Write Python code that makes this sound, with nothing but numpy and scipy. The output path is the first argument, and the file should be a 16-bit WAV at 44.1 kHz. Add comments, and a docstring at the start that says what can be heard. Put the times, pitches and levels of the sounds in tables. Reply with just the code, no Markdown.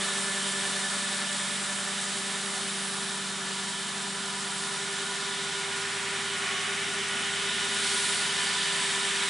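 """A roaring, hissing jet of slurry over the throbbing hum of a pump: an old diesel tractor pulls
a tanker round a meadow, some tens of metres away. The jet breaks on a splash plate and fans out;
the pump throbs with each turn of the drive shaft, its gears whine and the exhaust drones below.
As the rig turns side-on, the roar grows, whines come and go, and something squeals briefly."""
import sys
import numpy as np
from scipy import signal
from scipy.fft import rfft, irfft, next_fast_len
from scipy.io import wavfile

SR = 44100
rng = np.random.default_rng(int(sys.argv[2]) if len(sys.argv) > 2 else 0)


def waveform_to_disk(signal):
    """Save audio, clipped to [-1, 1], as 16-bit WAV at the path in sys.argv[1]."""
    frames = np.transpose(np.atleast_2d(signal))
    scaled = np.clip(frames, -1, 1) * 32767
    samples = np.round(scaled).astype(np.int16)
    wavfile.write(sys.argv[1], SR, samples)


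N = 409688

# A "pattern" is how loud one part sounds from each direction, at REFERENCE_M:
# (level behind/dB, level side-on/dB, changeover heading/deg, changeover span/deg, beams).
# Each beam (+) or shadow (-) is (heading/deg, half width/deg, level/dB).
REFERENCE_M = 30


def jet(shaft):
    """Slurry rushes out, rings the nozzle and breaks on the plate into a sheet, then hissing drops."""
    # tone colours of the low rush, roar, liquid sheet and spray: f/Hz, level/dB
    rush_colour = [(450, -6), (540, -5.5), (640, -1), (780, 3), (900, 0), (1050, 0), (1180, 6), (1400, 5),
                   (1700, 3), (2400, -12)]
    roar_colour = [(600, -21), (1100, -8), (1500, -3), (1900, 2.5), (2400, 1), (2800, -1.5), (3600, -3.5),
                   (4400, -13.5), (6000, -8.5), (11000, -45)]
    sheet_colour = [(2800, -11.5), (4000, -2.5), (4450, -3), (5400, -6.5), (6300, -9.5), (7200, -6.5),
                    (11000, -15.5)]
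    spray_colour = [(3000, -19), (5500, -4.5), (6400, -7), (7300, -1), (8200, 1), (8550, 1), (8740, 2),
                    (8950, 0), (9500, -1), (10200, -3), (11000, -8.5)]
    # resonances of nozzle and splash plate: f/Hz, half width/Hz, relative level/dB
    nozzle_modes = [(3125, 175, -3.5), (3570, 290, -1.5), (3780, 220, -4.5)]
    # one pattern for each layer of the jet
    rush_pattern = (-37.6, -36.5, 30, 17, [])
    roar_pattern = (-37.9, -30.5, 31.5, 24, [(3, 12, -1.7), (47, 4, 1.2)])
    ring_pattern = (-39.5, -33.5, 57, 6, [(22, 8, 1.8)])
    sheet_pattern = (-37, -33.5, 60, 2.5, [(22, 24, 1.6)])
    spray_pattern = (-38, -34, 61, 3.7, [(-22, 13.4, 2.94)])
    rush = undb(heard_db(rush_pattern) + .5 * walk(9.2)) * noise(spectrum(rush_colour))
    roar = undb(heard_db(roar_pattern) + .36 * walk(12)) * noise(spectrum(roar_colour))
    ring = sum(undb(db + 1.2 * walk(2.1)) * noise(resonance(hz, width)) for hz, width, db in nozzle_modes)
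    ring = undb(heard_db(ring_pattern)) * unit(ring)
    sheet = undb(heard_db(sheet_pattern) + .53 * walk(11)) * noise(spectrum(sheet_colour))
    # drops of very unequal size patter too densely to be told apart
    drops = rng.standard_normal(N) * undb(2.2 * np.minimum(rng.exponential(size=N), 6))
    drops = filtered(drops, spectrum(spray_colour))
    spray_gain = undb(heard_db(spray_pattern) + .5 * walk(10))
    spray = spray_gain * unit(wander(drops, band_hz=1210, depth_db=.4))
    surge = 1 + .041 * np.cos(2 * shaft)  # the flow pulses twice a shaft turn
    gush = undb(3.5 * bump(np.arange(N) / SR, centre=8.0, half_width=.22))
    return rush + roar + ring + surge * gush * (sheet + spray)


def fan_flares():
    """The fan keeps changing shape, so single regions of its hiss swell and fade."""
    # swells in the hiss: t/s, half length/s, f/Hz, half width/Hz, level at the crest/dB
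    swells = [(2.87, 0.28, 9600, 500, -42), (4.63, 0.17, 9400, 700, -44.5), (8.06, 0.28, 9400, 900, -38),
              (8.5, 0.57, 4580, 320, -41.5), (8.87, 0.09, 8100, 400, -40)]
    t = np.arange(N) / SR
    return sum(undb(db) * bump(t, s, half_s) * noise(resonance(hz, width))
               for s, half_s, hz, width, db in swells)


def pump(hum_phase, shaft):
    """The hum swells and wavers once a shaft turn; the joint adds a second beat per turn."""
    # how hard the hum throbs: t/s, depth
    throb = [(0, .25), (.75, .45), (2, .4), (2.8, .1), (3.8, .35), (6, .3), (6.65, .65), (7.35, .05),
             (7.98, .75), (8.45, .08), (9.29, .28)]
    # one pattern for each of the first four harmonics
    patterns = [(-43.3, -49.5, 14, 7.5, [(-7, 9, 1.3), (36, 7, -5.5)]),
                (-45.2, -41.0, 12, 2.2, [(-17.7, 2.7, -9.5), (2, 5, -2), (69, 3, -3)]),
                (-48.3, -58, -11, 6, []), (-58.5, -55.5, 0, 10, [])]
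    depth, = curves(throb)
    beat = depth * (np.cos(shaft) - .3 * np.cos(2 * shaft) + .35 * walk(14))
    phase = hum_phase + .37 * depth * np.sin(shaft + 1) + .06 * walk(14)
    first = unit((1 + .35 * beat + .1 * walk(8)) * np.sin(phase))
    second = unit((1 + beat + .12 * walk(8)) * np.sin(2 * phase))
    upper = [unit((1 + beat + .25 * walk(30)) * np.sin(k * phase)) for k in (3, 4)]
    return sum(undb(heard_db(pattern)) * tone for pattern, tone in zip(patterns, [first, second] + upper))


def gears(hum_phase, shaft):
    """Worn teeth give whines that follow the speed and pulse with the shaft."""
    # whines, lowest first: multiple of the hum, line width/Hz, throb depth, weight of the steady tone
    whines = [(5.02, 36, 0.01, 1.1), (7.32, 20, 0.01, 2.3), (8.94, 22, 0.35, 2.0), (15.0, 57, 0.07, 0.68)]
    # one pattern for each whine
    patterns = [(-49, -44.5, -5, 3.3, [(50.6, 6, -7), (72, 7, 4)]), (-49, -40.5, 9, 12, [(40, 3, -5),
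                (64, 4, 3), (73, 4, -5.5)]), (-44.6, -39, 66.5, 1.5, [(-21.5, 3.5, 5), (20, 6, 2.5)]),
                (-48.5, -40, 41, 1.4, [(77, 3, -4)])]
    # uneven teeth blur the steady mesh tone with a quick flutter
    flutter_band = np.minimum(bin_hz() / 4, 1) ** 2 / (1 + (bin_hz() / 150) ** 2)
    out = 0
    for pattern, (ratio, width_hz, depth, steady) in zip(patterns, whines):
        blur = flutter_band / np.hypot(1, 2 * bin_hz() / width_hz)
        flutter = noise(blur) + 1j * noise(blur)
        phase = ratio * hum_phase + depth * np.sin(shaft + 1)
        mesh = np.real((steady + flutter) * np.exp(1j * phase))
        whine = unit(mesh * (1 + depth * np.cos(shaft)))
        out = out + undb(heard_db(pattern) + .5 * walk(2.7)) * whine
    return out


def exhaust(cycle):
    """Three cylinders fire in turn: steady pipe tones, and a rough puff of gas at each firing."""
    # pipe tones that ignore the heading: multiple of the engine cycle, rms level/dB
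    pipe_tones = [(3, -76), (7, -71.5), (8, -58), (9, -56.5), (10, -64), (12, -57), (13, -68.5),
                  (14, -69.5), (16, -65), (18, -76)]
    # tone colour of the puffs: f/Hz, level/dB
    chuff_colour = [(60, -31), (110, -33), (170, -7), (225, 7), (280, -3), (345, -4), (430, 5), (520, -60),
                    (700, -51.5)]
    # patterns of the deep drone and the chuffing
    drone_pattern = (-65, -55.2, 30, 3, [(14, 5, -5), (76, 6, -6)])
    chuff_pattern = (-51.6, -49.6, 35, 8, [(62.3, 7.6, 2.5)])
    cycle = cycle + .0028 * walk(6)  # no two firings are quite alike
    drone = undb(heard_db(drone_pattern)) * np.sin(6 * cycle)
    for order, db in pipe_tones:
        drone += undb(db + 1.7 * walk(2.5)) * np.sin(order * cycle + rng.uniform(0, 2 * np.pi))
    firing = 1 + .6 * np.cos(3 * cycle) + .3 * np.cos(cycle)
    puffs = unit(firing * noise(spectrum(chuff_colour)))
    # this rattle repeats in every engine cycle
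    loop = irfft(np.exp(2j * np.pi * rng.random(size=129)))
    rattle = np.interp(cycle / (2 * np.pi), np.arange(len(loop)) / len(loop), loop, period=1)
    rattle = unit(filtered(rattle, spectrum(chuff_colour)))
    return np.sqrt(2) * drone + undb(heard_db(chuff_pattern)) * unit(puffs + .33 * rattle)


def squeal(start_s=6.27, attack_s=.23, hold_s=.16, release_s=.14, pitch_hz=371, level_db=-44.5):
    """A rubbing part sticks and slips at a steady pitch for a moment."""
    # overtones of the rub: harmonic number, relative level/dB
    partials = [(2, -6), (3, 0), (5, -4), (6, -3)]
    corners = start_s + np.cumsum([0, attack_s, hold_s, release_s])
    envelope = np.interp(np.arange(N) / SR, corners, [0, 1, 1, 0])
    phase = 2 * np.pi * np.cumsum(pitch_hz * (1 + .0039 * walk(28.7))) / SR
    tone = sum(undb(db) * np.sin(k * phase) for k, db in partials)
    return np.sqrt(2) * undb(level_db) * envelope * tone


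def open_air(level_db=-62):
    """A faint bed of distant rumble that drifts in level."""
    # tone colour of the rumble: f/Hz, level/dB
    rumble_colour = [(25, -15), (40, -17), (60, -9), (100, 1), (200, 3), (500, -30), (2000, -40)]
    return undb(level_db + 1.5 * walk(3)) * noise(spectrum(rumble_colour))


def meadow(x, decay_s=.052):
    """The direct sound comes from ahead; sheds and trees scatter a short, diffuse echo to the sides."""
    # stereo width of the scatter: f/Hz, side minus mid level/dB
    scatter = [(40, -4), (90, -15), (180, -24), (350, -20), (600, -12), (1200, -13.5), (2400, -13.5),
               (4200, -13), (8000, -12), (11000, -21)]
    # stereo balance: f/Hz, left minus right level/dB
    balance = [(60, 1), (200, -0.2), (400, 0.3), (650, -1), (1100, -0.4), (2200, -0.6), (4500, -1.5),
               (8500, -0.2)]
    t = np.arange(SR // 2) / SR
    echo = rng.standard_normal(len(t)) * np.exp(-t / decay_s) * (t > .004)
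    scattered = signal.fftconvolve(x, echo / np.linalg.norm(echo))[:N]
    side = filtered(scattered, undb(colour(scatter)))
    return np.array([filtered(x + sign * side, undb(sign * colour(balance) / 2)) for sign in (1, -1)])


def heard_db(pattern, size=1024):
    """Level of one part at the listener: its pattern at the rig's heading, weakened by distance."""
    # the rig's path: t/s, heading/deg (0 = straight away, 90 = left side on), distance/m
    path = [(0, -25, 30), (2, -15, 36), (3.8, 0, 41.5), (5, 18, 42.5), (6, 38, 43), (7, 55, 42.5),
            (8, 65, 41), (9.29, 78, 40)]
    behind_db, side_db, changeover, span, beams = pattern
    t = np.linspace(0, N / SR, size)
    s, headings, distances = np.transpose(path)
    heading, distance = np.interp(t, s, headings), np.interp(t, s, distances)
    side_on = .5 + .5 * np.tanh((heading - changeover) / span)
    db = behind_db + (side_db - behind_db) * side_on - 20 * np.log10(distance / REFERENCE_M)
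    db = db + sum(beam_db * bump(heading, centre, half_width) for centre, half_width, beam_db in beams)
    return np.interp(np.arange(N) / SR, t, db)


def wander(x, band_hz, depth_db, count=10):
    """Split a hiss into overlapping bands whose levels drift apart slowly."""
    bands = (np.maximum(1 - abs(bin_hz() / band_hz - k), 0) for k in range(1, count + 1))
    return sum(undb(depth_db * walk(2.8)) * filtered(x, band) for band in bands)


def walk(rate_hz, size=4096):
    """Smooth random drift with spread 1, moving at up to about rate_hz."""
    hz = np.arange(size // 2 + 1) * SR / N
    slow = unit(irfft(rfft(rng.standard_normal(size)) / (1 + (hz / rate_hz) ** 4)))
    return np.interp(np.linspace(0, size - 1, N), np.arange(size), slow)


def noise(gain):
    """Noise shaped by a gain per bin, rms 1."""
    return unit(filtered(rng.standard_normal(N), gain))


def filtered(x, gain):
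    """Apply a gain per bin."""
    size = next_fast_len(N)
    return irfft(rfft(x, size) * gain, size)[:N]


def spectrum(points):
    """Gain per bin of a tone colour, rolling off below its lowest point."""
    return undb(colour(points)) * np.minimum(bin_hz() / points[0][0], 1) ** 2


def colour(points):
    """Decibels at each bin from (f/Hz, level/dB) points."""
    hz, db = np.transpose(points)
    return np.interp(np.log(bin_hz()), np.log(hz), db)


def resonance(hz, half_width_hz):
    """Gain per bin of one broad resonance."""
    return 1 / (1 + ((bin_hz() - hz) / half_width_hz) ** 2)


def bin_hz():
    """Frequency of each spectral bin."""
    return np.maximum(np.arange(next_fast_len(N) // 2 + 1) * SR / next_fast_len(N), 1)


def curves(table):
    """Each column of a (t/s, ..) table as a curve, sample by sample."""
    s, *columns = np.transpose(table)
    return [np.interp(np.arange(N) / SR, s, c) for c in columns]


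def bump(x, centre, half_width):
    """A bell curve of height 1."""
    return np.exp(-((x - centre) / half_width) ** 2)


def undb(db):
    """Decibels to gain."""
    return 10 ** (np.asarray(db) / 20)


def unit(x):
    """Scale to rms 1."""
    return x / np.std(x)


def scene():
    """One speed drives engine, shaft, pump and gears; machine and jet sound out across the meadow."""
    # pitch of the pump's hum, geared to the engine: t/s, f/Hz
    hum_pitch = [(0, 196.2), (1.3, 195.7), (1.9, 196.5), (2.9, 195.9), (3.5, 194.3), (4.1, 196.7),
                 (5.3, 197.3), (6.2, 197.2), (7.0, 197.9), (8.0, 197.6), (9.29, 196.8)]
    hum_hz, = curves(hum_pitch)
    hum_phase = 2 * np.pi * np.cumsum(hum_hz * (1 + .000803 * walk(3))) / SR
    shaft, cycle = hum_phase / 18.55, hum_phase / 10.57  # phases of the drive shaft and engine cycle
    machine = exhaust(cycle) + pump(hum_phase, shaft) + gears(hum_phase, shaft) + squeal()
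    air = open_air()
    return meadow(machine + jet(shaft) + fan_flares() + air)


def record(dry):
    """A steep low-pass cuts the top off the hiss."""
    cutoff_hz = 10990
    return signal.sosfilt(signal.ellip(18, .1, 90, cutoff_hz, fs=SR, output="sos"), dry)


dry = scene()
out = record(dry)
waveform_to_disk(out)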